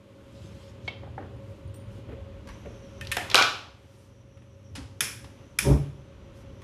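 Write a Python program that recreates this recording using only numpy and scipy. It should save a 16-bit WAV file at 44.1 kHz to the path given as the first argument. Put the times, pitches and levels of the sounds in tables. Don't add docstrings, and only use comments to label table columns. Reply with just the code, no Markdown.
import sys
import numpy as np
from scipy import signal
from scipy.fft import rfft, irfft, next_fast_len
from scipy.io import wavfile
from scipy.ndimage import uniform_filter1d, map_coordinates

SR = 44100
rng = np.random.default_rng(int(sys.argv[2]) if len(sys.argv) > 2 else 0)


def transcribe(signal):
    frames = np.atleast_2d(signal).T
    limited = np.clip(frames, -1, 1)
    pcm = np.round(limited * 32767).astype(np.int16)
    wavfile.write(sys.argv[1], SR, pcm)


def boost(x):
    u = np.asarray(x, float) / 20
    return 10 ** u


N = 292671
T_S = np.arange(N) / SR
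GAIN_T_S = np.arange(0, N / SR + .002, .001)
SIZE = 2 ** 15


def unit(x):
    return x / np.sqrt(np.mean(x ** 2) + 1e-20)


def along(points, hz):
    f, v = np.transpose(points)
    return np.interp(np.log(hz + 1), np.log(f + 1), v)


def wobble(rate_hz):
    knots = rng.standard_normal(int(N * rate_hz / SR) + 4)
    return map_coordinates(knots, [np.arange(N) * rate_hz / SR])


def filtered(x, response):
    m = next_fast_len(N + SR // 2)
    return irfft(rfft(x, m) * response(np.fft.rfftfreq(m, 1 / SR)), m)[..., :N]


def rush(spectrum, patchy_db):
    z = signal.stft(rng.standard_normal(N), nperseg=512)[2]
    field = uniform_filter1d(rng.standard_normal(z.shape), size=5, axis=0)
    field = uniform_filter1d(field, size=10, axis=1)
    x = signal.istft(z * boost(patchy_db * unit(field)), nperseg=512)[1][:N]
    return unit(filtered(x, lambda hz: boost(along(spectrum, hz))))


def spread(gain):
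    return np.interp(T_S, GAIN_T_S, gain)


def swells(rows):
    total = 0
    for s, db, rise_s, hold_s, fall_s in rows:
        before = (s - GAIN_T_S) / rise_s
        after = (GAIN_T_S - s - hold_s) / fall_s
        total = total + boost(db - 20 * np.maximum(np.maximum(before, after), 0))
    return spread(total)


def ducking():
    # t/s, depth/dB
    ducks = [
        (0, 5.5),
        (3.42, 12),
        (5.03, 8),
        (5.751, 5.5),
    ]
    recovery_db_per_s, smoothing_ms = 4.5, 66
    dips = []
    for s, depth_db in ducks:
        recovering = np.minimum(recovery_db_per_s * (GAIN_T_S - s) - depth_db, 0)
        dips.append(np.where(GAIN_T_S >= s, recovering, 0))
    return spread(boost(uniform_filter1d(np.min(dips, axis=0), smoothing_ms, mode="nearest")))


def causal(gain_db):
    c = irfft(np.log(boost(np.maximum(gain_db, -90))))
    c[1:SIZE // 2] *= 2
    c[SIZE // 2 + 1:] = 0
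    return rfft(c)


def tiles():
    # f/Hz, t60/s
    decay = [(200, 0.73), (1500, 0.48), (5000, 0.48), (12000, 0.42)]
    hz = np.fft.rfftfreq(256, 1 / SR)
    t = np.arange(SIZE // 128 + 1) * 128 / SR
    z = rng.standard_normal((len(hz), len(t), 2)).view(complex)[..., 0]
    fade = boost(-60 * t / along(decay, hz)[:, None])
    tail = signal.istft(z * fade, SR, nperseg=256)[1][:SIZE]
    tail = tail * (1 - np.exp(-np.arange(SIZE) / SR / 0.0032))
    return tail / np.linalg.norm(tail)


def blows(events, body, room_db, usual_ring, ring_per_db):
    colour, modes = body
    out, t, hz = np.zeros(N + SIZE), np.arange(SIZE) / SR, np.fft.rfftfreq(SIZE, 1 / SR)
    broad = causal(along(colour, hz))
    octaves = causal(np.log2(hz / 2500 + 0.01))
    lifts = causal(sum(db / (1 + (2 * (hz - c) / w) ** 2) for c, w, db in modes))
    usual_db = np.mean(events, axis=0)[2]
    for s, db, treble_db, t60 in events:
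        harder_db = treble_db - usual_db
        ring = np.clip(usual_ring + ring_per_db * harder_db, .15, 1)
        push = rng.standard_normal(SIZE) * boost(-60 * t / t60) * (1 - np.exp(-t / (0.087 * t60)))
        first_touch = 0.47 * min(0.011 / t60, 1) * np.linalg.norm(push)
        push[round(.08 * t60 * SR)] += first_touch
        voice = broad + harder_db * .5 * octaves
        direct = irfft(rfft(push) * np.exp(voice + ring * lifts))
        all_round = np.linalg.norm(push) * np.exp(voice + 0.65 * ring * lifts)
        echo = irfft(all_round * rfft(tiles()))
        out[round(s * SR):][:SIZE] += boost(db) * (direct + boost(room_db) * echo) / np.abs(direct).max()
    return out[:N]


def ringing(hits, modes):
    attack_s, scatter_db = 0.0017, 1.5
    out, t = np.zeros(N + SIZE), np.arange(SIZE) / SR
    for s, db in hits:
        tone = 0
        for hz, up_db, t60 in modes:
            level_db = db + up_db + scatter_db * rng.standard_normal()
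            tone = tone + boost(level_db - 60 * t / t60) * np.sin(2 * np.pi * hz * t)
        out[round(s * SR):][:SIZE] += (1 - np.exp(-t / attack_s)) * tone
    return out[:N]


def engines():
    # t/s, level/dB
    loudness = [(0.0, -57), (0.28, -53), (0.46, -41.5), (0.49, -47), (1.51, -43.5), (1.58, -62),
                (1.64, -45.5), (2.18, -43), (2.54, -50.5), (2.95, -45.5), (3.46, -45.5), (3.52, -57.5),
                (4.48, -52.5), (4.74, -46), (5.55, -53), (5.98, -50.5), (6.156, -52), (6.637, -48)]
    # f/Hz, density/dB
    rumble = [(40, -38.5), (65, 2.5), (100, 0.5), (140, -2.5), (170, -17.5), (220, -25.5), (400, -75.5)]
    steady_hz = [83, 96.4]
    steady_db = [-13.5, -3]
    loudest_db, rumble_db, wandering_db = -44, -2, -1.5
    wandering_hz = 114.8 + 3.8 * wobble(1.5)
    s, level_db = np.transpose(loudness)
    db = np.minimum(np.interp(T_S, s, level_db), loudest_db)

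    def line(hz, up_db):
        level = boost(db + up_db + 1.7 * wobble(8.8) + 1.1 * wobble(2.5))
        return level * np.sin(2 * np.pi * np.cumsum(hz) / SR + 1.7 * wobble(5))

    out = boost(db + rumble_db) * unit(boost(1.4 * wobble(14.0)) * rush(rumble, patchy_db=-3.5))
    out = out + line(wandering_hz, wandering_db)
    for hz, up_db in zip(steady_hz, steady_db):
        out = out + line(np.full(N, hz), up_db)
    return out


def background():
    # f/Hz, density/dB
    traffic = [(12, -53.5), (20, -20.5), (46, 4.5), (80, 4.5), (100, -32), (180, -120)]
    # f/Hz, density/dB
    murmur = [(90, -29.5), (150, 1), (250, 2), (400, -2.5), (560, -6.5), (700, -14.5), (1300, -27),
              (2500, -77.5)]
    # f/Hz, density/dB
    rustle = [(530, -26), (900, -3), (1510, -7), (1660, -10), (1830, -9.5), (3120, -9.5), (5700, -25.5),
              (7000, -25), (9100, -48.5), (15400, -120)]
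    # f/Hz, density/dB
    cloth = [(2940, -14), (5000, -7), (6130, -9), (10100, -12), (12500, -14.5), (13500, -14.5)]
    # t/s, level/dB, rise/(s per 20 dB), hold/s, fall/(s per 20 dB)
    lorry = [
        (.45, -64, -3, 0.71, -4),
        (2.1, -52, 1, 1.13, 0.5),
        (5.9, -54.5, 1.8, 0.44, 2),
    ]
    # t/s, level/dB, rise/(s per 20 dB), hold/s, fall/(s per 20 dB)
    shuffle_rows = [
        (.5, -65.5, 0.74, 0, 0.99),
        (1.14, -90, 0.79, 0, 0.37),
        (2.68, -67.5, 0.68, 0, 0.86),
        (1.95, -74, 0.28, 0.043, .3),
        (3.85, -73, 0.29, 0.047, 0.88),
        (5.4, -66, 0.44, 0.028, 0.24),
        (5.8, -59, .2, 0.038, 0.15),
        (6.3, -71, 0.86, 0.15, 0.44),
    ]
    # t/s, level/dB, rise/(s per 20 dB), hold/s, fall/(s per 20 dB)
    sleeve = [
        (.42, -72, 0.84, 0.25, 0.19),
        (1.5, -74, 0.14, 0.0098, .2),
        (1.92, -71, .05, 0.064, .06),
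        (3.96, -70, .5, 0.096, 0.12),
        (5.3, -76, 0.73, 0.023, 0.9),
        (6.355, -70, .02, 0.063, 0.032),
    ]
    # t/s, level/dB, rise/(s per 20 dB), hold/s, fall/(s per 20 dB)
    clatter_noise = [
        (3.2, -51.5, 0.23, 0.12, 0.23),
        (3.36, -36, 0.053, 0.019, .22),
    ]
    # t/s, level/dB, rise/(s per 20 dB), hold/s, fall/(s per 20 dB)
    roar = [
        (5.75, -32.5, 0.078, 0.006, 0.051),
    ]
    deep_db, murmur_db, rustle_db, cloth_db, shuffle_low_db = -68, -54, -62, -74.5, 4.5
    steady, shuffle = ducking(), swells(shuffle_rows)
    deep = boost(deep_db + 2.5 * wobble(3.3)) * steady + swells(lorry)
    mid = boost(murmur_db) * steady + boost(shuffle_low_db) * shuffle + swells(roar)
    high = boost(rustle_db) * steady + shuffle + swells(clatter_noise)
    top = boost(cloth_db) * steady + swells(sleeve)
    out = deep * rush(traffic, patchy_db=2.5) + mid * rush(murmur, patchy_db=-0.9)
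    return out + high * rush(rustle, patchy_db=0.27) + top * rush(cloth, patchy_db=0.0)


def fan():
    # f/Hz, level/dB rms
    hum = [(199.2, -57.5), (250, -73), (297, -65), (393, -63.5), (495.3, -77), (545.5, -56.5), (556, -60),
           (594, -65), (1087, -75)]
    lines = 0
    for hz, db in hum:
        level = boost(db + 2.0 * wobble(18))
        lines = lines + level * np.sin(2 * np.pi * hz * T_S + 0.27 * wobble(13))
    return boost(3 + 1.2 * wobble(5.7)) * ducking() * lines


def lid():
    # t/s, level/dB, rise/(s per 20 dB), hold/s, fall/(s per 20 dB)
    turn = [
        (.36, -63.5, 0.11, .12, .3),
        (.62, -64.5, 0.14, 0.081, 0.063),
        (.86, -61.5, 0.074, 0.03, .04),
    ]
    # f/Hz, density/dB
    rim = [(1500, -40), (2400, -10), (3100, 0), (4200, -4.5), (6000, -8), (8000, -12), (13500, -30)]
    return swells(turn) * unit(boost(1.4 * wobble(71.0)) * rush(rim, patchy_db=3.5))


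def cooker():
    # t/s, peak/dB, treble/dB, contact t60/s
    thuds = [
        (.44, -37, -28.5, .07),
        (1.95, -42.5, -11, 0.44),
        (2.083, -39.5, -2.5, 0.13),
        (2.115, -34, -2, .097),
        (2.168, -48, 0, 0.039),
        (.9, -39.5, -20, .1),
        (1.2, -36, -7.5, 0.059),
        (2.655, -34.5, -3, 0.06),
        (3.3465, -17.5, 8, .05),
        (5.012, -35, -8, 0.058),
    ]
    # (f/Hz, width/Hz, lift/dB)
    thud_body = ([(60, -34), (150, 0), (300, -1.5), (450, -3), (900, -22.5), (2500, -29), (6000, -62)],
                  [(426, 44, 4), (570, 120, 7.2)])
    # t/s, peak/dB, treble/dB, contact t60/s
    latch = [
        (0.8774, -21.5, -33, 0.0227),
    ]
    # (f/Hz, width/Hz, lift/dB)
    latch_body = ([(150, -36), (300, -12), (650, -4.5), (1300, -7), (2200, -2.5), (3200, 0.5), (4500, -6),
                   (6500, -25), (13500, -46)], [(647, 780, 13), (1620, 58, 1), (2190, 150, 17),
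                   (2680, 80, 2), (3240, 250, 6.5), (3820, 90, 0)])
    # t/s, peak/dB, treble/dB, contact t60/s
    knocks = [
        (1.032, -35.5, -19.5, .03),
        (1.074, -44, -11.5, 0.027),
        (1.1785, -29, -9.5, 0.034),
        (1.222, -43, -5, 0.04),
        (3.168, -22, -10, 0.025),
    ]
    # (f/Hz, width/Hz, lift/dB)
    knock_body = ([(150, -14), (300, -5), (500, -5), (780, -6.5), (1100, -9.5), (1800, -9), (2600, -27.5),
                   (8000, -57)], [(800, 230, 14), (595, 53, 4.4)])
    # t/s, level/dB
    spring_hits = [
        (.878, -35.5),
    ]
    # f/Hz, level/dB, t60/s
    spring = [(2213, 1, .11), (2670, -12, .3), (3120, -12, .35), (3467, -16, .25), (3770, -14, .21),
              (4670, -10, .03)]
    # t/s, level/dB
    handle_hits = [
        (1.031, -45),
        (1.1787, -31.5),
    ]
    # f/Hz, level/dB, t60/s
    handle = [(778, -3, .07), (829, 0, 0.065), (592, -4, 0.088)]
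    # t/s, level/dB
    catch_hits = [
        (2.652, -38.5),
    ]
    # f/Hz, level/dB, t60/s
    catch = [(579, 0, 0.19), (700, -8, .1)]
    out = blows(thuds, thud_body, room_db=-1.7, usual_ring=.55, ring_per_db=.035)
    out = out + blows(latch, latch_body, room_db=-4.5, usual_ring=1.0, ring_per_db=0)
    out = out + blows(knocks, knock_body, room_db=-1.7, usual_ring=0.99, ring_per_db=0.032)
    return out + ringing(spring_hits, spring) + ringing(handle_hits, handle) + ringing(catch_hits, catch)


def bangles():
    # t/s, level/dB, f/Hz, t60/s
    touches = [
        (1.365, -71, 9050, .1),
        (1.676, -64, 9200, 0.078),
        (1.742, -54.5, 8170, .1),
        (1.745, -70, 5700, 0.27),
        (1.745, -62, 12000, .2),
        (1.76, -54, 9100, 0.12),
        (1.8, -67, 9100, 0.33),
        (3.985, -67, 9100, .12),
    ]
    out, t = np.zeros(N + SIZE), np.arange(SIZE) / SR
    for s, db, hz, t60 in touches:
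        pair = np.sin(2 * np.pi * hz * t) + 0.33 * np.sin(2 * np.pi * (hz + 45) * t)
        out[round(s * SR):][:SIZE] += boost(db - 60 * t / t60) * pair
    return out[:N]


def knob():
    # t/s, peak/dB, treble/dB, contact t60/s
    clicks = [
        (1.7414, -49, 9, .03),
        (2.4714, -40, 0, .03),
        (2.4866, -38.5, -5, 0.0362),
        (6.6174, -43.5, -1, .03),
    ]
    # (f/Hz, width/Hz, lift/dB)
    knob_body = ([(410, -41), (700, -29), (954, -2), (1240, -17), (1550, -6.5), (2730, -10), (10200, -24),
                  (13500, -25)], [(1140, 61, 15), (10000, 800, 4.6)])
    return blows(clicks, knob_body, room_db=-0.49, usual_ring=1.0, ring_per_db=0)


def gas():
    # t/s, level/dB, rise/(s per 20 dB), hold/s, fall/(s per 20 dB)
    flow = [
        (2.55, -67, 0.24, 5, 1),
    ]
    # f/Hz, density/dB
    jet = [(3000, -91.0), (4800, -27.0), (5450, -10.5), (5650, -4.5), (6150, -4), (6400, -15.5),
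           (7500, -23.5), (10800, -23.0), (11400, -20), (12200, -32.0), (14000, -89)]
    lit_s, lit_db = 5.66, -4.5
    softer = boost(np.interp(T_S - lit_s, [0, .3], [0, lit_db]))
    return swells(flow) * ducking() * softer * rush(jet, patchy_db=3.5)


def utensil():
    # t/s, peak/dB, treble/dB, contact t60/s
    rattle = [
        (3.0105, -26.5, -16.5, 0.017),
        (3.1147, -18, -14, .045),
        (3.1675, -15.5, -17.5, .018),
        (3.316, -28.5, -24.5, 0.022),
        (4.37, -52.5, -21.5, 0.043),
        (4.4194, -49.5, -23, 0.03),
    ]
    # (f/Hz, width/Hz, lift/dB)
    rattle_body = ([(350, -47.5), (600, -18), (1470, 0), (1770, 2.5), (2360, 0), (2610, -0.5), (4820, -13),
                    (12000, -18), (13500, -30)], [(1794, 45, 7.2), (2550, 340, 4.5), (3530, 180, 6.1),
                    (5200, 150, 10)])
    # t/s, peak/dB, treble/dB, contact t60/s
    clank = [
        (3.3443, -0.5, -6, .011),
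        (3.3475, -6.5, -14, .007),
        (3.367, -15.5, -14, 0.025),
        (3.378, -10, -7.5, 0.011),
        (3.383, -10.5, -17, 0.027),
        (3.39, -12, -13, 0.012),
        (3.396, -11, -17, 0.013),
        (3.411, -12, -21, 0.027),
        (3.432, -14.5, -13, 0.023),
        (3.441, -17.5, -15.5, 0.022),
    ]
    # (f/Hz, width/Hz, lift/dB)
    clank_body = ([(88, -49.5), (150, -39), (350, -14.5), (530, -15.5), (729, -9.5), (949, -10), (1460, -1),
                   (1870, -17), (2430, -7), (8270, -31), (10200, -38), (13500, -41.5)], [(760, 210, 6.7),
                   (1145, 15, 10), (1420, 18, 7), (1390, 18, 4.6), (1680, 17, 6.3), (1580, 18, 6.6),
                   (1776, 17, 10), (2331, 120, 8), (2420, 56, 7), (2920, 15, 7.9), (3380, 30, 8.2),
                   (3800, 31, 7.2), (4070, 60, 8), (10190, 330, 13)])
    # t/s, peak/dB, treble/dB, contact t60/s
    ticks = [
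        (3.2995, -22.5, 1.5, .015),
        (3.3125, -19, -7, 0.027),
        (3.3553, -1, -3, 0.003),
        (3.3772, -11.5, -8, .007),
        (3.388, -10.5, -7.5, 0.0059),
        (3.4236, -7, -7.5, 0.0075),
        (3.049, -38, -5, .018),
        (3.070, -28, -0.5, .016),
    ]
    # (f/Hz, width/Hz, lift/dB)
    tick_body = ([(500, -44.5), (1500, -21), (2400, -6.5), (3300, -4.5), (4300, -7), (6000, -12),
                  (8500, -28.5), (13500, -31.5)], [(3350, 320, 3.4), (4000, 170, 5.8), (5204, 200, 5),
                  (10200, 500, 6)])
    # t/s, level/dB
    leg_hits = [
        (3.0105, -36),
        (3.1147, -33),
    ]
    # f/Hz, level/dB, t60/s
    leg = [(1810, -0.5, .15), (2540, -4, .12), (3100, -6, 0.06)]
    # t/s, level/dB
    base_hits = [
        (3.168, -28),
        (3.184, -28.5),
    ]
    # f/Hz, level/dB, t60/s
    base = [(719, 0.5, 0.16), (1766, -6, .15), (1900, -5.5, 0.14), (3050, -9.5, 0.092), (5300, -14, .066)]
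    # t/s, level/dB
    heel_hits = [
        (3.3132, -34.5),
        (3.3465, -17),
    ]
    # f/Hz, level/dB, t60/s
    heel = [(403, -2, .07), (520, 0, 0.051), (640, -3, .07), (1004, -2.5, .05), (4050, -3, 0.055)]
    # t/s, level/dB
    pan_hits = [
        (3.3455, -29.5),
        (3.3775, -24.5),
        (3.385, -30),
        (3.396, -30),
        (3.409, -29),
    ]
    # f/Hz, level/dB, t60/s
    pan = [(746, -7, 0.39), (996, -12, .35), (1154, -0.5, .4), (1224, -6, .35), (1290, -5, 0.45),
           (1330, -3, .4), (1422, -4.5, .35), (1470, -2.5, .4), (1499, -4.5, .4), (1780, -12, .35),
           (2380, -8, .35), (2972, -9, .25), (3710, -9.5, .3), (4075, -10.5, .3)]
    tail_duck = 0.14
    clatter = blows(clank, clank_body, room_db=-1.3, usual_ring=0.93, ring_per_db=-.06)
    out = clatter * ducking() ** tail_duck
    out = out + blows(rattle, rattle_body, room_db=-2.3, usual_ring=0.99, ring_per_db=-.07)
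    out = out + blows(ticks, tick_body, room_db=-4, usual_ring=.9, ring_per_db=0)
    out = out + ringing(leg_hits, leg) + ringing(base_hits, base)
    return out + ringing(heel_hits, heel) + ringing(pan_hits, pan)


def grate():
    # t/s, peak/dB, treble/dB, contact t60/s
    nudges = [
        (4.7513, -30.5, -8, 0.069),
        (4.7643, -34.5, -17.5, 0.029),
        (4.7765, -32, -18.5, 0.038),
        (5.243, -38, -15, 0.031),
    ]
    # (f/Hz, width/Hz, lift/dB)
    grate_body = ([(88, -17.5), (150, -5.5), (560, -6.5), (651, -14), (772, -5.5), (5170, -17), (8920, -27),
                   (9990, -26), (12500, -39.5), (13500, -42.5)], [(267, 53, 17), (2930, 920, 2.3),
                   (5070, 201, 5.5)])
    return blows(nudges, grate_body, room_db=-.8, usual_ring=1.0, ring_per_db=0)


def lighter():
    # t/s, peak/dB, treble/dB, contact t60/s
    snaps = [
        (5.0064, -8, -8, 0.01599),
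        (5.5871, -7.5, -7.5, 0.0193),
    ]
    # (f/Hz, width/Hz, lift/dB)
    lighter_body = ([(200, -44), (350, -30), (700, -14), (1100, -6.5), (1600, 1), (3400, -8.5),
                     (4100, -10.5), (5400, -0.5), (8300, -6.5), (10300, -9.5), (13500, -7.5)],
                     [(1470, 240, 1.5), (2385, 440, 13), (3430, 640, 14.1), (5320, 99, 11),
                     (10220, 1070, 20.6)])
    return blows(snaps, lighter_body, room_db=0.99, usual_ring=0.93, ring_per_db=0)


def boom():
    # t/s, peak/dB, rise/(s per 20 dB), hold/s, fall/(s per 20 dB), f/Hz
    air = [
        (5.725, -17.5, .07, 0.021, 0.07, 64.6),
        (5.71, -15.5, 0.061, .018, .05, 140),
        (5.79, -27.5, 0.034, 0.018, 0.18, 138),
        (5.665, -27.5, 0.044, 0.018, 0.02, 205),
        (5.69, -24.5, .04, .03, 0.08, 285),
        (5.67, -27, .03, 0.032, 0.09, 410),
        (5.67, -29.5, 0.0186, .035, 0.0556, 560),
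        (5.65, -41, .015, .02, 0.1, 930),
    ]
    out = 0
    for *swell, hz in air:
        out = out + swells([swell]) * np.sin(2 * np.pi * hz * T_S + 0.74 * wobble(30))
    return out


def flame():
    # t/s, level/dB, rise/(s per 20 dB), hold/s, fall/(s per 20 dB)
    ignition = [
        (5.68, -26, 0.055, 0.036, 0.047),
        (5.76, -30, 0.054, 0.011, 0.2),
    ]
    # t/s, level/dB, rise/(s per 20 dB), hold/s, fall/(s per 20 dB)
    flutter_rows = [
        (5.67, -25.5, 0.036, 0.045, 0.091),
        (5.76, -47.5, 0.057, 0.0045, 0.27),
    ]
    # f/Hz, density/dB
    thump = [(13, -26.5), (22, -47), (54, 0), (71, -3), (97, -4), (135, 2), (200, -18.5), (220, -27.5),
             (290, -12.5), (480, -120)]
    # f/Hz, density/dB
    flutter = [(120, -27), (200, 3.5), (330, 1.5), (420, -2), (490, -15.5), (560, -1.5), (660, -13.5),
               (930, -13), (1200, -22), (2500, -42)]

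    def levelled(x):
        return x / np.sqrt(np.abs(uniform_filter1d(x * x, size=1800)) + 1e-3)

    low = rush(thump, patchy_db=2.5)
    top = rush(flutter, patchy_db=-2.0) * boost(0.92 * wobble(60))
    return swells(ignition) * levelled(low) + swells(flutter_rows) * levelled(top)


def scene():
    room = engines() + background() + fan()
    hands = lid() + cooker() + bangles() + utensil()
    stove = knob() + gas() + grate() + lighter() + boom() + flame()
    return (room + hands + stove)[None]


def low_pass(x):
    return signal.sosfilt(signal.butter(12, 14320, fs=SR, output="sos"), x)


def record(dry):
    low_hz, top_hz, ceiling = 30, 13150, .8
    x = dry / (1 + np.abs(dry / ceiling) ** 4) ** .25
    x = filtered(x, lambda hz: 1 / (1 + (hz / top_hz) ** 300) / (1 + (low_hz / (hz + 1)) ** 4))
    return low_pass(x)


dry = scene()
out = record(dry)
transcribe(out)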